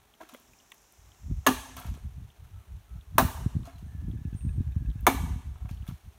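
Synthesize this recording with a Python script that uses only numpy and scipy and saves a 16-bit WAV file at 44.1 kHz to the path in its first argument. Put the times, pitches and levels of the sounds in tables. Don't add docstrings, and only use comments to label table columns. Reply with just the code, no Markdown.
import sys
import numpy as np
from scipy import signal
from scipy.fft import rfft, irfft
from scipy.io import wavfile
from scipy.ndimage import uniform_filter1d

SR = 44100
rng = np.random.default_rng(int(sys.argv[2]) if len(sys.argv) > 2 else 0)


def store_wav(level_fs):
    pcm = np.round(np.clip(np.atleast_2d(level_fs), -1, 1) * 32767)
    wavfile.write(sys.argv[1], SR, pcm.T.astype(np.int16))


def elevation(decibels):
    levels = np.asarray(decibels, float)
    return 10 ** (levels / 20)


N = 272587
CLOCK = np.arange(N) / SR


def evened(x):
    return x / np.sqrt(np.mean(x ** 2) + 1e-20)


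def read(points, hz):
    f, value = np.transpose(points)
    return np.interp(np.log(hz + 1), np.log(f + 1), value)


def add(mix, s, sound):
    part = mix[round(s * SR):][:len(sound)]
    part += sound[:len(part)]


def noise(points, count):
    hz = np.fft.rfftfreq(count, 1 / SR)
    return evened(irfft(rfft(rng.standard_normal(count)) * elevation(read(points, hz)), count))


def smoothed_twice(x, size, axis=-1):
    return uniform_filter1d(uniform_filter1d(x, size, axis=axis), size, axis=axis)


def wobble(width_s, count):
    return evened(smoothed_twice(rng.standard_normal(count), max(int(width_s * SR), 2)))


def resonate(x, hz, width):
    turn = np.exp(2j * np.pi * np.cumsum(hz * np.ones(len(x))) / SR)
    r = np.exp(-np.pi * width / SR)
    smooth = signal.lfilter([(1 - r) ** 2], [1, -2 * r, r * r], x / turn)
    return 2 * (turn * smooth).real


# pitch in Hz, level in dB per Hz.
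AIR = [(42, -3.5), (105, -17.5), (198, -12.5), (356, -15), (425, -10.5), (469, -18), (752, -13.5),
       (1900, -20.5), (2550, -21.5), (4870, -24.5), (5930, -24), (10500, -27.5), (13300, -28.5),
       (15600, -29), (16500, -53)]


def hush():
    level_db = -63.5 + 0.21 * wobble(0.076, N) + 1.1 * wobble(0.0039, N)
    return elevation(level_db) * noise(AIR, N)


# pitch in Hz, level in dB per Hz.
CICADA_BAND = [(4000, -25), (5200, -7.5), (6000, -8), (7000, -7.5), (7600, -8), (8800, -24.5)]


def cicadas():
    start_s, end_s, swell_s, stop_s = 0.049, 1.9, 0.49, 0.026
    swell = np.minimum((CLOCK - start_s) / swell_s, (end_s - CLOCK) / stop_s)
    return elevation(-66) * np.clip(swell, 0, 1) ** 0.83 * noise(CICADA_BAND, N)


# start in seconds, length in seconds, pitch in Hz, level in dB, fuzz width in Hz.
SINGERS = [
    (3.85, .12, 8750, -71, 300),
    (4.345, .23, 8950, -60, 600),
    (4.355, .27, 8580, -61, 40),
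    (3.86, .24, 1745, -71, 80),
    (4.12, .27, 1735, -73, 100),
    (4.39, .16, 1700, -77, 110),
    (4.55, .51, 1675, -73, 100),
    (2.52, .14, 1330, -74, 90),
    (2.87, .13, 1325, -72, 90),
]


def singers():
    out = np.zeros(N)
    for start, length, hz, db, width in SINGERS:
        t = np.arange(0, length, 1 / SR)
        fade_db, sag = (-15, 0) if hz > 4000 else (0.5, 0.015)
        pitch = hz * (1 - sag * t / length)
        tone = resonate(rng.standard_normal(len(t)), pitch, width)
        tone = tone / (0.64 + abs(signal.hilbert(evened(tone))))
        shape = np.minimum(t / 0.012, 1) * signal.windows.tukey(len(t), 0.25)
        add(out, start, elevation(db + fade_db * t / length) * evened(tone) * shape)
    return out


def tick(db, hz, t60, spread, count):
    t = np.arange(8192) / SR
    tones = np.zeros(len(t))
    for _ in range(count):
        tones += np.sin(2 * np.pi * (hz * rng.normal(1, spread) * t + rng.random()))
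    rise_s = max(0.00075, 1.1 / hz)
    return elevation(db - 4.0 - 60 * t / t60) * tones * np.minimum(t / rise_s, 1)


# time in seconds, peak level in dB.
CRICKET = [
    (4.1724, -59.5),
    (4.251, -60),
    (4.3305, -58.5),
    (4.4076, -59.5),
    (4.4905, -54.5),
    (4.6029, -59),
    (4.721, -58),
    (4.858, -59.5),
    (4.9906, -60),
]
# pitch in Hz, level in dB.
CRICKET_TONES = [(1650, -2.5), (2580, -1.5), (3650, -8.5)]


def cricket():
    out = np.zeros(N)
    for s, db in CRICKET:
        for hz, tone_db in CRICKET_TONES:
            add(out, s, tick(db + tone_db, hz, t60=0.055, spread=0.03, count=3))
    return out


# time in seconds, level in dB.
BREEZE = [(0.0, -80), (0.95, -74), (1.1, -56.5), (1.34, -51), (2.13, -51.5), (2.48, -73), (3.08, -53.5),
          (3.37, -46), (3.72, -46), (4.41, -38), (5.8, -39.5), (6.02, -65.5), (6.18, -58)]
# middle in seconds, length in seconds, level in dB, edge in dB against the rumble.
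GUSTS = [(0.056, .08, -67, -27), (0.514, 0.054, -59, -45), (1, 0.044, -60, -32), (1.275, 0.087, -40, -14.5),
         (1.323, 0.035, -25, -12.5), (1.383, 0.033, -32, -23), (1.55, 0.06, -42.5, -29),
         (1.8, 0.043, -46.5, -13), (1.912, 0.069, -30.5, -15.5), (2.062, 0.057, -34.5, -23),
         (2.205, 0.14, -41, -24.5), (2.44, 0.081, -42.5, -45), (2.562, 0.09, -42.5, -35.5),
         (2.746, 0.093, -38, -39), (2.954, 0.075, -35.5, -25.5), (3.16, 0.084, -37, -15),
         (3.242, 0.06, -30, -5), (3.415, 0.12, -36.5, -20), (3.591, 0.11, -35, -13),
         (4.092, 0.17, -35.5, -10), (4.278, 0.022, -35.5, -4.5), (4.479, 0.097, -29, -16.5),
         (4.596, 0.065, -31, -5.5), (4.681, 0.038, -33, -33), (4.798, 0.067, -39.5, -5),
         (4.895, 0.039, -27, -19), (5.045, 0.034, -33.5, -10), (5.257, 0.17, -34.5, -7),
         (5.48, 0.046, -40, -15.5), (5.925, 0.055, -35, -35), (6.072, 0.04, -38, -25)]
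# pitch in Hz, level in dB per Hz.
RUMBLE = [(11, -46.5), (18, -22.5), (43, 7.5), (69, 7), (123, -6), (200, -19), (260, -44), (440, -120)]
# pitch in Hz, level in dB per Hz.
EDGE = [(80, -31.5), (130, -6.5), (180, -3), (250, -5.5), (350, -24), (500, -37.5), (800, -79.5)]


def wind():
    breeze_db = np.interp(CLOCK, *np.transpose(BREEZE))
    level = elevation(breeze_db + 6.5 * np.minimum(wobble(0.02, N), 0.8))
    edge_level = level ** 1.49 * elevation(-9)
    for middle, length, db, edge_db in GUSTS:
        swell = elevation(db) * np.exp(-(2 * (CLOCK - middle) / length) ** 2)
        level = level + swell
        edge_level = edge_level + swell * elevation(edge_db)
    rumble = noise(RUMBLE, N)
    rumble = evened(rumble / (1.0 + np.sqrt(uniform_filter1d(rumble ** 2, 1500))))
    edge = evened(elevation(6.1 * wobble(0.0064, N)) * noise(EDGE, N))
    return level * rumble + edge_level * edge


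# time in seconds, peak level in dB, pitch in Hz.
EDDIES = [(1.3, -22, 94), (1.853, -28.5, 112), (1.914, -32, 130), (2.18, -30, 101), (3.155, -23.5, 111),
          (3.249, -16.5, 105.7), (3.461, -13, 120), (3.552, -19, 109), (3.565, -14.5, 107),
          (3.608, -27, 108), (3.624, -29, 140), (3.754, -37, 110), (3.826, -28, 116), (3.864, -29, 108.6),
          (3.927, -35.5, 109), (3.948, -28, 117), (4.02, -36, 127.6), (4.039, -32, 130.5),
          (4.082, -20.5, 131), (4.099, -24, 130), (4.147, -28.5, 151), (4.187, -30.5, 130),
          (4.213, -28.5, 109), (4.252, -19.5, 120), (4.327, -25, 133.7), (4.347, -23.5, 124.5),
          (4.408, -39, 110.1), (4.436, -29, 110), (4.449, -17.5, 101), (4.465, -15.5, 90.2),
          (4.581, -17.5, 116), (4.605, -17.5, 127), (4.745, -37, 100), (4.763, -14.5, 94), (4.82, -26, 109),
          (4.848, -25, 110), (4.884, -22, 101), (4.956, -25, 112), (5.014, -38, 111), (5.029, -28, 111),
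          (5.208, -25, 109), (5.246, -24, 119), (5.304, -21.5, 89.5), (5.359, -23.5, 119),
          (5.458, -30, 100), (5.515, -41, 110), (5.553, -46, 102), (5.623, -38, 108), (5.647, -29.5, 119),
          (5.711, -23.5, 111.4), (5.765, -39, 108.4), (5.827, -30, 97.7), (5.887, -22, 119),
          (5.91, -29, 134), (5.923, -29, 98)]


def eddies():
    out = np.zeros(N)
    for s, db, hz in EDDIES:
        turns = np.arange(4000) / SR * hz
        rise_turns = 0.45 + 0.0075 * max(-11.5 - db, 0)
        rise = np.sin(np.pi / 2 * np.minimum(turns / rise_turns, 1)) ** 2
        swing = np.sin(2 * np.pi * turns ** 0.86) * np.exp(-turns / 0.6)
        add(out, s, elevation(db + 6.5) * swing * rise)
    return out


def snap(db, hz, t60, spread):
    t = np.arange(1024) / SR
    band = [(hz / spread ** 2, -30), (hz / spread, -5), (hz, 0), (hz * spread, -5), (hz * spread ** 2, -30)]
    puff = noise(band, len(t)) * elevation(-60 * t / t60) * np.minimum(t / 0.00064, 1)
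    return elevation(db) * puff / abs(puff).max()


# time in seconds, peak level in dB, pitch in Hz.
TWIGS = [(0.138, -50, 3130), (0.291, -47, 1170), (0.323, -50, 7000), (0.3462, -40, 1140),
         (0.3477, -43.5, 2220), (0.347, -49, 3200), (0.5344, -49, 2310), (0.5876, -49, 5670),
         (0.601, -52, 3000), (0.7175, -41, 3360), (0.718, -41.5, 2600), (0.7189, -43, 2010),
         (0.72, -45.5, 1040), (0.7793, -51, 5600), (1.118, -51, 3270), (2.4, -59, 630),
         (2.302, -51.5, 3200), (2.45, -57, 1510), (3.01, -52.5, 3340), (3.6318, -53, 3260),
         (4.1137, -51, 3350), (4.343, -55, 6200), (4.349, -59, 7700), (3.3, -55, 3300), (4.9, -51.5, 3600),
         (4.913, -54, 3200), (8.7, -51, 960), (5.611, -54, 950), (5.691, -45.5, 2315), (5.773, -53.5, 3180),
         (5.8237, -51, 3040), (5.8768, -46, 3430), (5.887, -51, 1290), (5.897, -47, 1300)]


def twigs():
    out = np.zeros(N)
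    for s, db, hz in TWIGS:
        add(out, s, snap(db, hz, t60=0.021, spread=1.136))
    return out


# time in seconds, peak level in dB, pitch in Hz.
LEAVES = [(0.2895, -48, 14500), (0.341, -42, 12500), (0.365, -50, 9000), (0.3988, -49, 13400),
          (0.522, -55, 13500), (0.534, -57, 13000), (0.5684, -58, 14500), (0.6254, -61, 14500),
          (0.7021, -51, 12500), (0.719, -47, 7160), (0.7435, -50, 12500), (0.7794, -59, 9100),
          (0.8178, -54, 9140), (0.9231, -48, 10500), (1.7659, -34, 13000), (1.794, -40, 11500),
          (1.799, -36.5, 11000), (1.805, -46.5, 12000), (1.864, -42, 12800), (1.9394, -50, 5500),
          (1.974, -49, 8050), (4.0874, -56, 9890), (4.9457, -58.5, 12300), (5.0045, -55, 13500),
          (5.0075, -47, 12300), (5.011, -53.5, 12100), (5.689, -56.5, 11040), (5.708, -53.5, 13260),
          (5.866, -51, 10500), (5.877, -42, 11900), (5.886, -46, 12000), (5.895, -44.5, 12000),
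          (5.903, -53, 12020)]


def leaves():
    out = np.zeros(N)
    for s, db, hz in LEAVES:
        add(out, s, snap(db, hz, t60=0.0098, spread=1.3))
    return out


# time in seconds, peak level in dB, pitch in Hz, 60 dB decay in seconds.
KNOCKS = [(0.205, -40, 650, 0.094), (0.207, -39, 983, 0.064), (0.208, -45.5, 315, 0.19),
          (0.231, -38.5, 329, 0.048), (0.328, -42.5, 250, 0.2), (0.3475, -30, 534, 0.022),
          (1.974, -28.5, 440, 0.01), (3.65, -51, 4150, 0.075), (3.662, -50, 1400, 0.043),
          (3.674, -35.5, 689, 0.098), (3.675, -41.5, 270, 0.15), (3.728, -62, 1510, .08),
          (3.73, -59, 4150, 0.084), (3.758, -55, 4050, .05), (5.066, -18.5, 350, 0.05),
          (5.079, -22.5, 249, 0.11), (5.108, -30.5, 400, 0.067)]


def knocks():
    out = np.zeros(N)
    for s, db, hz, t60 in KNOCKS:
        add(out, s, tick(db, hz, t60, spread=0.004, count=1))
    return out


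# pitch in Hz, width in Hz, level in dB.
RUB = [(738, 75, 0), (1060, 600, -5), (1287, 96, -4), (1580, 170, -8), (2180, 130, -10.5), (2618, 220, -17),
       (3340, 180, -17)]
# pitch in Hz, level in dB per Hz.
RASP = [(1470, -27), (2500, -2), (3370, -3.5), (4740, -3.5), (6100, -4.5), (8300, -8.5), (11300, -9.5),
        (15500, -13), (16500, -26.5)]


def scrape(count, rasp_db):
    grip = elevation(6.0 * wobble(0.0011, count)) * rng.standard_normal(count)
    rub = evened(sum(elevation(db) * resonate(grip, hz, width) for hz, width, db in RUB))
    rasp = evened(elevation(3.7 * wobble(0.0038, count)) * noise(RASP, count))
    return rub + rasp * elevation(rasp_db)


# start in seconds, fibre rub in dB, steel rasp in dB against the rub,
# 60 dB decay in seconds.
SLIPS = [(0.202, -48, -15, 0.093), (0.209, -49, -9, 0.23), (0.288, -59, 0.5, 0.66), (0.335, -53, -6, 0.17),
         (1.766, -43.5, -4, 0.39), (1.778, -48.5, -0.5, 0.071), (1.795, -44.5, -6, 0.082),
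         (1.8438, -43, -20, 0.15), (1.865, -48, 2, 0.11), (1.94, -51, -3.5, 0.12), (1.975, -56.5, -20, 0.1),
         (2.438, -69.5, 2, 0.36), (3.632, -61, -2.5, 0.19), (3.652, -54.5, -1, 0.26),
         (3.672, -55.5, -25, 0.77), (3.78, -65, 8, 0.103), (5.553, -56.5, -18.5, 0.18),
         (5.605, -56.5, -12, 0.24), (5.655, -55.5, -18.5, 0.12), (5.688, -58, 2, 0.3),
         (5.822, -56, -13, 0.17), (5.866, -53, -2.5, 0.21), (5.878, -52, -2, 0.19)]


def wrench():
    out = np.zeros(N)
    t = np.arange(8192) / SR
    for s, rub_db, rasp_db, t60 in SLIPS:
        shape = np.minimum(t / 0.002, 1) * np.cos(np.pi / 2 * t / t[-1])
        add(out, s, scrape(len(t), rasp_db) * elevation(rub_db - 60 * t / t60) * shape)
    return out


def swish(bite_s):
    length_s = 0.065
    ramp = np.linspace(-1, 0, round(length_s * SR))
    return bite_s - length_s, scrape(len(ramp), rasp_db=-26) * elevation(-58.5 + 28 * ramp)


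def crack(splinter):
    click = irfft(elevation(read(splinter, np.fft.rfftfreq(512, 1 / SR))))
    click = np.roll(click, 256) * np.hanning(512)
    return click / np.linalg.norm(click)


def ring(modes, t):
    out = np.zeros(len(t))
    for hz, db, t60 in modes:
        decay_s = min(t60, 5.8 / np.sqrt(hz))
        rise = np.minimum(t / 0.012 * (hz / 250) ** 3, 1)
        level = elevation(db - 60 * t / decay_s + 5.0 * wobble(0.002, len(t)))
        out += level * rise * np.sin(2 * np.pi * hz * rng.normal(1, 0.012) * t)
    return out


def chop(jolts, modes, splinter):
    t = np.arange(SR // 2) / SR
    start = jolts[0][0]
    out = np.zeros(len(t))
    for s, jolt_db, splinter_db in jolts:
        bite = ring(modes, t) * np.minimum(t / 0.0021, 1)
        burst = noise(splinter, len(t)) * np.minimum(t / 0.00065, 1)
        burst = burst * (elevation(-60 * t / 0.017) + elevation(-8.5 - 60 * t / 0.15))
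        add(out, s - start, elevation(jolt_db) * bite + elevation(splinter_db) * burst)
    return start, out


# time in seconds, jolt in dB, splintering in dB.
CHOPS = [
    [(1.4648, -19, -16.5), (1.4668, -23, -16.5), (1.4685, -19, -16), (1.4715, -17.5, -25.5)],
    [(3.1804, -34, -22.5), (3.182, -29.5, -10.5), (3.1838, -15, -17), (3.1915, -21.5, -22.5)],
    [(5.0667, -19.5, -13), (5.0686, -17.5, -18.5), (5.0716, -18.5, -25), (5.0765, -29, -26.5)],
]
# pitch in Hz, level in dB, 60 dB decay in seconds.
STALK = [
    [(257.4, -6.5, 0.2), (762, -6.5, 0.079), (888, -16, 0.21), (1170, -11.5, 0.093), (1156, -5, 0.12),
     (1560, -16.5, 0.14), (1726, -7.5, 0.081), (2310, -18.5, 0.089), (2780, -14, 0.34), (3270, -19, 0.13),
     (3970, -30, 0.081), (400, -15, 0.21), (5740, -35, 0.39), (6487, -9.5, 0.046)],
    [(255, -12, 0.274), (401, -16, 0.1), (624, -25.5, 0.1), (685.6, -4.5, 0.11), (1112, -12, 0.09),
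     (762, -3.5, 0.086), (1007, 0, 0.051), (1250, -9.5, 0.066), (1694, -10, 0.06), (2200, -24.5, 0.15),
     (1480, -19.5, 0.1), (3820, -17.5, 0.096), (5630, -20, 0.076), (6810, -48, 0.14)],
    [(271.6, -8.5, 0.22), (350, -7, 0.083), (708, -4, 0.12), (767, -3.5, 0.12), (1013, 3.5, 0.032),
     (1240, -10.5, 0.07), (1442, -14, 0.071), (1706, -8, 0.054), (2326, -14.5, 0.11), (2244, -11.5, 0.15),
     (3540, -18.5, 0.091), (1280, -15.5, 0.07), (567, -22, 0.072), (6530, -16.5, 0.18)],
]
# pitch in Hz, level in dB per Hz.
SPLINTER = [
    [(180, -32.5), (550, -14.5), (1190, -7), (1430, -15.5), (1720, -14), (2000, -22.5), (2280, -20),
     (12400, -26), (16500, -28)],
    [(180, -42.5), (300, -9.5), (1190, -2), (1690, -13), (2000, -17), (4930, -21), (13000, -21.5),
     (15300, -13.5), (16500, -35)],
    [(180, -32), (560, -11.5), (1030, 0), (1690, -11), (2000, -15.5), (2280, -16), (5020, -21),
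     (14900, -21), (16500, -36)],
]


def chops():
    blade, cracks, swishes = np.zeros((3, N))
    for jolts, modes, splinter, crack_db in zip(CHOPS, STALK, SPLINTER, [1.5, 3, 1]):
        add(blade, *chop(jolts, modes, splinter))
        add(cracks, jolts[2][0] - 256 / SR, elevation(crack_db) * crack(splinter))
        add(swishes, *swish(jolts[0][0]))
    return blade, cracks, swishes


def far_clump(blade):
    out = np.zeros(N)
    add(out, 0.101, elevation(-16.5) * resonate(blade, 853, 140))
    return out


# pitch in Hz, 60 dB decay in seconds.
GROVE = [(250, 1), (700, 0.93), (1500, 0.81), (4000, 0.83), (8000, 0.87), (15000, 0.48)]
# pitch in Hz, level in dB.
GROVE_COLOUR = [(200, -3), (400, -1.5), (550, -10.5), (850, -3.5), (1300, -5.5), (2000, 3), (4000, 4),
                (15000, 4.5)]


def grove(x):
    taps = np.zeros(SR)
    at = np.arange(400, SR - 20, 20)
    taps[at + rng.integers(0, 20, len(at))] = rng.choice([-1., 1.], len(at))
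    hz, t, z = signal.stft(taps, SR, nperseg=256)
    hz = hz[:, None]
    clumps = uniform_filter1d(uniform_filter1d(rng.standard_normal(z.shape), size=4, axis=0), size=5, axis=1)
    patchy_db = 3.5 * evened(clumps) / (1 + hz / 4000)
    level_db = patchy_db + read(GROVE_COLOUR, hz) - 60 * t / read(GROVE, hz)
    tail = signal.istft(z * elevation(level_db), SR, nperseg=256)[1]
    return signal.fftconvolve(x, tail / np.linalg.norm(tail))[:N]


def scene():
    background = hush() + cicadas() + wind() + eddies()
    blade, cracks, swishes = chops()
    small = swishes + wrench() + knocks() + leaves()
    far = twigs() + cricket() + singers() + far_clump(blade)
    scatter = grove(cracks + elevation(-19) * blade + elevation(-7.5) * small)
    return (blade + elevation(-10.5) * cracks + small + scatter + far + background)[None]


def low_pass(x):
    return signal.sosfilt(signal.butter(12, 15750, fs=SR, output="sos"), x)


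# pitch in Hz, width in Hz, level in dB.
DIPS = [(517, 70, -2), (4910, 720, -5.5), (7630, 1100, -3.5), (10300, 520, -3)]


def record(dry):
    hz = np.fft.rfftfreq(N, 1 / SR)
    dips_db = sum(db * np.exp(-((hz - f) / width) ** 2) for f, width, db in DIPS)
    low_cut = (47.7 / (hz + 1)) ** 8
    top_stop = (hz / 16050) ** 200
    gain = elevation(dips_db) / np.sqrt(1 + low_cut + top_stop)
    return low_pass(irfft(rfft(dry) * gain, N))


dry = scene()
out = record(dry)
store_wav(out)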